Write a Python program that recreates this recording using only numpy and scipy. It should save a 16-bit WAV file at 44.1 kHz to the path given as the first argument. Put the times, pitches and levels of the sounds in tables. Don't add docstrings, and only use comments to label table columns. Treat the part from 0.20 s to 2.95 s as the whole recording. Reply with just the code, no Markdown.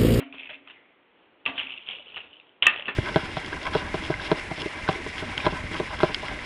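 import sys
import numpy as np
from scipy import signal
from scipy.fft import rfft, irfft, next_fast_len
from scipy.io import wavfile
from scipy.ndimage import map_coordinates

SR = 44100
rng = np.random.default_rng(int(sys.argv[2]) if len(sys.argv) > 2 else 0)


def field_ratio(decibels):
    return 10 ** (np.asarray(decibels, dtype=float) / 20)


def transcribe(signal):
    frames = np.atleast_2d(signal).T
    limited = np.clip(frames, -1, 1)
    pcm = np.round(limited * 32767).astype(np.int16)
    wavfile.write(sys.argv[1], SR, pcm)


N = 121275


def unit(x):
    return x / np.sqrt(np.mean(x ** 2) + 1e-20)


def along(points, hz):
    f, v = np.transpose(points)
    return np.interp(np.log(hz + 1), np.log(f + 1), v)


def wobble(rate):
    knots = rng.standard_normal(int(N * rate / SR) + 4)
    return map_coordinates(knots, [np.arange(N) * rate / SR])


def coloured(x, points):
    m = next_fast_len(N + 8192)
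    gain = field_ratio(along(points, np.fft.rfftfreq(m, 1 / SR)))
    return irfft(rfft(x, m) * gain, m)[:N]


def pings(s, db, hz, t60, rise, size, lag=0):
    s, db, hz, t60 = (np.reshape(v * np.ones(len(s)), (-1, 1)) for v in (s, db, hz, t60))
    k = np.arange(size)
    t = k / SR
    envelope = field_ratio(db - 60 * t / t60) * (1 - np.exp(-t / rise))
    wave = envelope * np.sin(2 * np.pi * hz * (t - lag))
    place = np.round(np.abs(s) * SR).astype(int) + k
    return np.bincount(place.ravel(), wave.ravel(), N + size)[:N]


def struck(s, db, modes, scatter_db, lag=0):
    hz, level_db, t60 = np.transpose(modes)
    each = np.add.outer(db, level_db) + scatter_db * rng.standard_normal((len(s), len(hz)))
    return pings(np.repeat(s, len(hz)), each.ravel(), np.tile(hz, len(s)), np.tile(t60, len(s)),
                 rise=0.00051, size=8000, lag=lag)


def click(s, db, hz, dull_db, luck):
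    t60, rise = 0.0105, 0.00053
    ring = pings(s, db + 4, hz, t60 * np.exp(.12 * luck[0]), rise, size=400)
    upper_ring = pings(s, db - 3.5, 3224 * np.exp(0.06 * luck[1]), t60, rise, size=400)
    crack = pings(s, db - 10.5, 4104 * np.exp(0.075 * luck[0]), 0.0023, .0001, size=100)
    dull = pings(s, db + dull_db + 10.5, 1090 * np.exp(0.41 * luck[2]), 0.0066, 0.00019, size=300)
    return ring + upper_ring + crack + dull


# (t/s, peak level/dB, f/Hz, dull part #
# level/dB)
CLEAR_CLICKS = [(0.004, -29.0, 2230.0, -22.0), (0.0294, -37.0, 2030.0, -33.0),
                (0.1249, -32.0, 2550.0, -28.0), (0.1525, -37.0, 2530.0, -28.0),
                (0.1824, -28.0, 2580.0, -38.0), (0.1903, -32.0, 2690.0, -32.0),
                (0.1946, -31.0, 2540.0, -32.0), (0.1988, -33.0, 2520.0, -31.0),
                (0.2075, -31.0, 2670.0, -23.0), (0.2323, -30.0, 2570.0, -32.0),
                (0.2445, -33.0, 2580.0, -28.0), (0.2562, -32.0, 2650.0, -32.0),
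                (0.272, -34.0, 2570.0, -25.0), (0.301, -31.0, 3290.0, -21.0),
                (0.3079, -33.0, 2580.0, -17.0), (0.3428, -31.0, 2630.0, -28.0),
                (0.3511, -37.0, 2650.0, -26.0), (0.3552, -37.0, 2670.0, -26.0),
                (0.4744, -35.0, 2630.0, -19.0), (0.4831, -42.0, 3070.0, -20.0),
                (0.4872, -41.0, 2780.0, -22.0), (0.4983, -36.0, 2810.0, -16.0),
                (0.5063, -36.0, 2870.0, -18.0), (0.5112, -40.0, 2770.0, -26.0),
                (0.515, -43.0, 2970.0, -19.0), (0.5592, -47.0, 2130.0, -22.0),
                (1.2539, -24.0, 2840.0, -22.0), (1.261, -9.0, 2720.0, -29.0),
                (1.2661, -22.0, 2670.0, -14.0), (1.2752, -21.0, 2730.0, -21.0),
                (1.2961, -29.0, 2010.0, -11.0), (1.3778, -22.0, 2680.0, -20.0),
                (1.3813, -21.0, 3130.0, -24.0), (1.3867, -19.0, 3030.0, -26.0),
                (1.3936, -21.0, 2910.0, -28.0), (1.3987, -17.0, 2790.0, -31.0),
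                (1.4314, -24.0, 2810.0, -25.0), (1.4697, -26.0, 2680.0, -36.0),
                (1.4964, -29.0, 2720.0, -28.0), (1.5046, -27.0, 2720.0, -32.0),
                (1.5202, -26.0, 2990.0, -41.0), (1.5241, -30.0, 2900.0, -32.0),
                (1.5283, -29.0, 2690.0, -32.0), (1.5381, -28.0, 2890.0, -38.0),
                (1.5757, -29.0, 2780.0, -32.0), (1.5813, -33.0, 2700.0, -38.0),
                (1.6716, -33.0, 2750.0, -34.0), (1.6803, -32.0, 2680.0, -27.0),
                (1.6872, -22.0, 3150.0, -28.0), (1.7007, -26.0, 2640.0, -28.0),
                (1.7094, -29.0, 3240.0, -26.0), (1.7321, -27.0, 2670.0, -26.0),
                (1.7505, -29.0, 2970.0, -26.0), (1.7571, -29.0, 2700.0, -29.0),
                (1.7843, -34.0, 2690.0, -24.0), (1.7954, -36.0, 2920.0, -20.0),
                (1.8029, -37.0, 2960.0, -21.0), (1.8224, -39.0, 2850.0, -24.0),
                (1.8602, -40.0, 2800.0, -20.0), (1.8681, -41.0, 2920.0, -18.0),
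                (1.8715, -40.0, 3040.0, -23.0), (1.8812, -37.0, 2990.0, -32.0),
                (1.8869, -41.0, 2770.0, -21.0), (1.9007, -39.0, 2820.0, -32.0),
                (1.9201, -41.0, 2700.0, -20.0), (1.9438, -33.0, 2870.0, -20.0),
                (1.9506, -35.0, 2900.0, -26.0), (1.9604, -27.0, 2970.0, -40.0),
                (1.9666, -27.0, 2710.0, -12.0), (1.9738, -29.0, 2930.0, -19.0),
                (1.9782, -27.0, 2780.0, -17.0), (1.9861, -33.0, 2970.0, -16.0),
                (1.9904, -34.0, 2730.0, -12.0), (2.0036, -30.0, 2760.0, -28.0),
                (2.0157, -38.0, 2510.0, -22.0), (2.0411, -42.0, 2660.0, -17.0),
                (2.1298, -39.0, 2960.0, -27.0), (2.1361, -38.0, 2980.0, -33.0),
                (2.1426, -41.0, 2830.0, -21.0), (2.1566, -42.0, 3000.0, -20.0),
                (2.1676, -43.0, 3050.0, -26.0), (2.1984, -36.0, 2750.0, -28.0),
                (2.2109, -46.0, 2490.0, -23.0), (2.2679, -51.0, 3030.0, -15.0),
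                (2.2923, -50.0, 3070.0, -19.0), (2.5025, -18.0, 2720.0, -18.0),
                (2.5366, -24.0, 2670.0, -19.0), (2.5421, -25.0, 1830.0, -18.0),
                (2.5606, -22.0, 2700.0, -18.0), (2.5753, -27.0, 3100.0, -25.0),
                (2.5854, -28.0, 2690.0, -21.0), (2.5955, -24.0, 3170.0, -20.0),
                (2.607, -30.0, 1970.0, -21.0), (2.6229, -26.0, 2780.0, -22.0),
                (2.6559, -24.0, 2810.0, -29.0), (2.6628, -29.0, 2730.0, -27.0),
                (2.6696, -29.0, 3030.0, -22.0), (2.6892, -22.0, 1740.0, -16.0),
                (2.6948, -24.0, 2610.0, -14.0), (2.7079, -30.0, 2810.0, -17.0)]
# (t/s, peak level/dB, f/Hz, dull part level/dB)
BURST_CLICKS = [
    (1.4104, -26, 2300, -21),
    (2.4222, -27, 2900, -12),
    (2.4238, -6, 2930, -28),
    (2.428, -11, 2850, -24),
    (2.4335, -22, 2900, -20),
    (2.4385, -20, 2900, -20),
    (2.4555, -17, 3000, -20),
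    (2.458, -15, 3100, -18),
    (2.4658, -11, 2700, -20),
]


def clear_clicks():
    s, db, hz, dull_db = np.transpose(CLEAR_CLICKS + BURST_CLICKS)
    return click(s, db + 2.01, hz, dull_db, rng.standard_normal((len(s), 3)).T)


# (t/s, rattle level/dB, scrape over rattle level/dB, rattle f/Hz)
STIRRING = [(0, -44, 5, 2700), (.12, -65, -13, 2440), (.13, -47, -6, 2688), (0.339, -46.5, -10, 2563),
            (0.409, -67, -4, 2194), (.5, -56, -5, 2860), (0.569, -60.5, -11.5, 2110),
            (.78, -71, -9.5, 2100), (1.248, -73.5, 6.5, 2767), (1.26, -32.5, -2.5, 2980),
            (1.33, -54, 7.5, 2946), (1.39, -34, -14, 2968), (1.468, -42.5, -27.5, 2623),
            (1.642, -49, -16.5, 2775), (1.702, -37, -11.5, 2813), (1.84, -54.5, -10, 2963),
            (1.97, -49, -1.5, 2800), (2.33, -71, -6, 3081)]
# (t/s, rattle level/dB, scrape over rattle level/dB, rattle f/Hz)
THROWING = [
    (2.416, -79, -13, 2930),
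    (2.427, -24, -2.5, 3070),
    (2.449, -35.5, -6, 2850),
    (2.458, -25, -16, 2870),
    (2.522, -43.5, -1, 2700),
    (2.62, -48, -6.5, 2700),
    (2.645, -50.5, -6, 2700),
    (2.69, -39, 12, 2600),
    (2.75, -51, -9.5, 2500),
]
# (f/Hz, level/dB)
SCRAPE_TONE = [(30, -19), (80, -7.5), (150, -5), (400, 0.5), (800, -1.5), (1500, -1), (3000, -14),
               (5000, -8.5)]


def rattle_and_scrape():
    clicks_per_s, most = 1100, 5000
    luck = rng.standard_normal((most, 5))
    s = np.cumsum(rng.exponential(size=most)) / clicks_per_s
    luck, s = luck[s < N / SR].T, s[s < N / SR]
    at, stir_db, scrape_db, pitch_hz = np.transpose(STIRRING + THROWING)

    hz = np.interp(s, at, pitch_hz) * np.exp(0.11 * luck[3])
    sizes_db = 2.5 * luck[4]
    rattle = unit(click(s, sizes_db, hz, -18.5, luck))

    t = np.arange(N) / SR
    rub = rng.standard_normal(N) * field_ratio(4 * wobble(70) + 4 * wobble(18))
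    scrape = unit(coloured(rub, SCRAPE_TONE)) * field_ratio(np.interp(t, at, scrape_db))
    clumped = rattle * field_ratio(0.5 * wobble(40.15))
    return field_ratio(np.interp(t, at, stir_db)) * (clumped + scrape)


# (t/s, level/dB)
SPOON_KNOCKS = [
    (2.4658, -3.5),
    (2.6805, -21),
]
# (f/Hz, level/dB, t60/s)
SPOON_MODES = [(1217, -14, .15), (1744, -14, .1), (1809, -5, .13), (1900, -10, .11), (2280, -18, .09),
               (2515, -17, .1), (2587, -3, .09), (2665, 0, .095)]


def spoon():
    contact_s = .00375
    s, db = np.transpose(SPOON_KNOCKS)
    ring = struck(s, db - 5, SPOON_MODES, scatter_db=.3, lag=contact_s)
    crack = pings(s, db - 12, 700, .005, .0002, size=700)
    return ring + crack


# (t/s, level/dB)
PAN_TAPS = [
    (1.262, -35),
    (1.39, -52),
    (2.466, -36),
]
# (f/Hz, level/dB, t60/s)
PAN_MODES = [(915, -7, 0.15), (1167.5, 5, 0.14), (1950, -6, 0.1), (2078, -1, .06), (2320, -11, 0.12),
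             (3450, -3, .05)]
# (t/s, level/dB, f/Hz, t60/s)
PAN_NUDGES = [
    (.02, -49.5, 693, 0.43),
    (.304, -39.5, 607.9, 0.073),
    (1.285, -38.5, 686.6, 0.26),
    (1.735, -44, 532, .07),
    (1.768, -42.5, 448, 0.046),
    (1.795, -44.5, 592, 0.069),
    (1.865, -44.5, 473, 0.043),
    (2.592, -29, 569, 0.037),
]


def pan():
    taps = struck(*np.transpose(PAN_TAPS), PAN_MODES, scatter_db=.3)
    return taps + pings(*np.transpose(PAN_NUDGES), rise=0.0017, size=12000)


# (t/s, level/dB, t60/s)
HUM_STARTS = [
    (0, -39.5, 0.68),
    (.35, -58, 1),
    (1.279, -41, 0.41),
    (1.44, -51, 0.35),
    (2.464, -54.5, 0.092),
]


def hum():
    centre_hz, beat_hz = 272, 21.5
    s, db, t60 = np.transpose(HUM_STARTS)
    upper = pings(s, db, centre_hz + beat_hz / 2, t60, rise=0.00091, size=30000)
    lower = pings(s, db, centre_hz - beat_hz / 2, t60, rise=0.00091, size=30000)
    return upper - lower


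# (t/s, level/dB, t60/s)
BUMP_TIMES = [(0, -36, 0.026), (.125, -57, 0.078), (.474, -44.5, 0.041), (1.687, -43.5, .1),
              (1.943, -45.5, 0.023), (0.294, -39.5, 0.15), (.498, -44.5, 0.069), (1.263, -31, 0.13),
              (1.377, -33, 0.18), (1.967, -34, 0.079), (2.424, -26, 0.18), (2.468, -18, 0.14),
              (2.594, -33, 0.036), (2.682, -28.5, 0.042)]
# (f/Hz, level/dB)
BUMP_TONE = [(30, -16.5), (150, -7), (500, -6), (1200, 1), (1900, 7.5), (3000, 5.5), (5000, -13.5)]


def bumps():
    t = np.arange(N) / SR
    shape = sum(field_ratio(db - 60 * np.abs(t - s) / t60) * (t >= s) for s, db, t60 in BUMP_TIMES)
    rough = rng.standard_normal(N) * field_ratio(2 * wobble(150))
    return shape * unit(coloured(rough, BUMP_TONE))


# (f/Hz, t60/s)
ROOM_DECAY = [(200, 0.85), (1000, 0.51), (2500, 0.36), (4000, 0.26)]


def room(x):
    hz, t, z = signal.stft(rng.standard_normal(SR // 2), SR, nperseg=256)
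    fade = field_ratio(-60 * t / along(ROOM_DECAY, hz)[:, None])
    tail = signal.istft(z * fade, SR, nperseg=256)[1]
    return signal.fftconvolve(np.pad(x, (130, 0)), tail / np.linalg.norm(tail))[:N]


# (f/Hz, level/dB per Hz)
AIR_TONE = [(25, -17.5), (100, -10), (200, -5), (300, 4.5), (600, -0.5), (1900, -7), (2900, -5),
            (5000, -23.5)]


def air():
    return field_ratio(-62 + wobble(9.0)) * unit(coloured(rng.standard_normal(N), AIR_TONE))


def scene():
    near = clear_clicks() + rattle_and_scrape() + pan() + bumps()
    knocks = spoon()
    background = air()
    wet = room(near + field_ratio(-7) * knocks)
    return (near + knocks + hum() + field_ratio(-10) * wet + background)[None]


def roll_off(x):
    return signal.sosfilt(signal.butter(12, 15750, fs=SR, output="sos"), x)


def record(dry):
    top = signal.butter(6, 3500, fs=SR, output="sos")
    steep_end = signal.butter(16, 4250, fs=SR, output="sos")
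    low_cut = signal.butter(1, 40, "high", fs=SR, output="sos")
    x = signal.sosfilt(np.vstack([top, steep_end, low_cut]), dry)
    clip = .715
    x = x / (1 + np.abs(x / clip) ** 60) ** (1 / 60)
    return roll_off(x)


dry = scene()
out = record(dry)
transcribe(out)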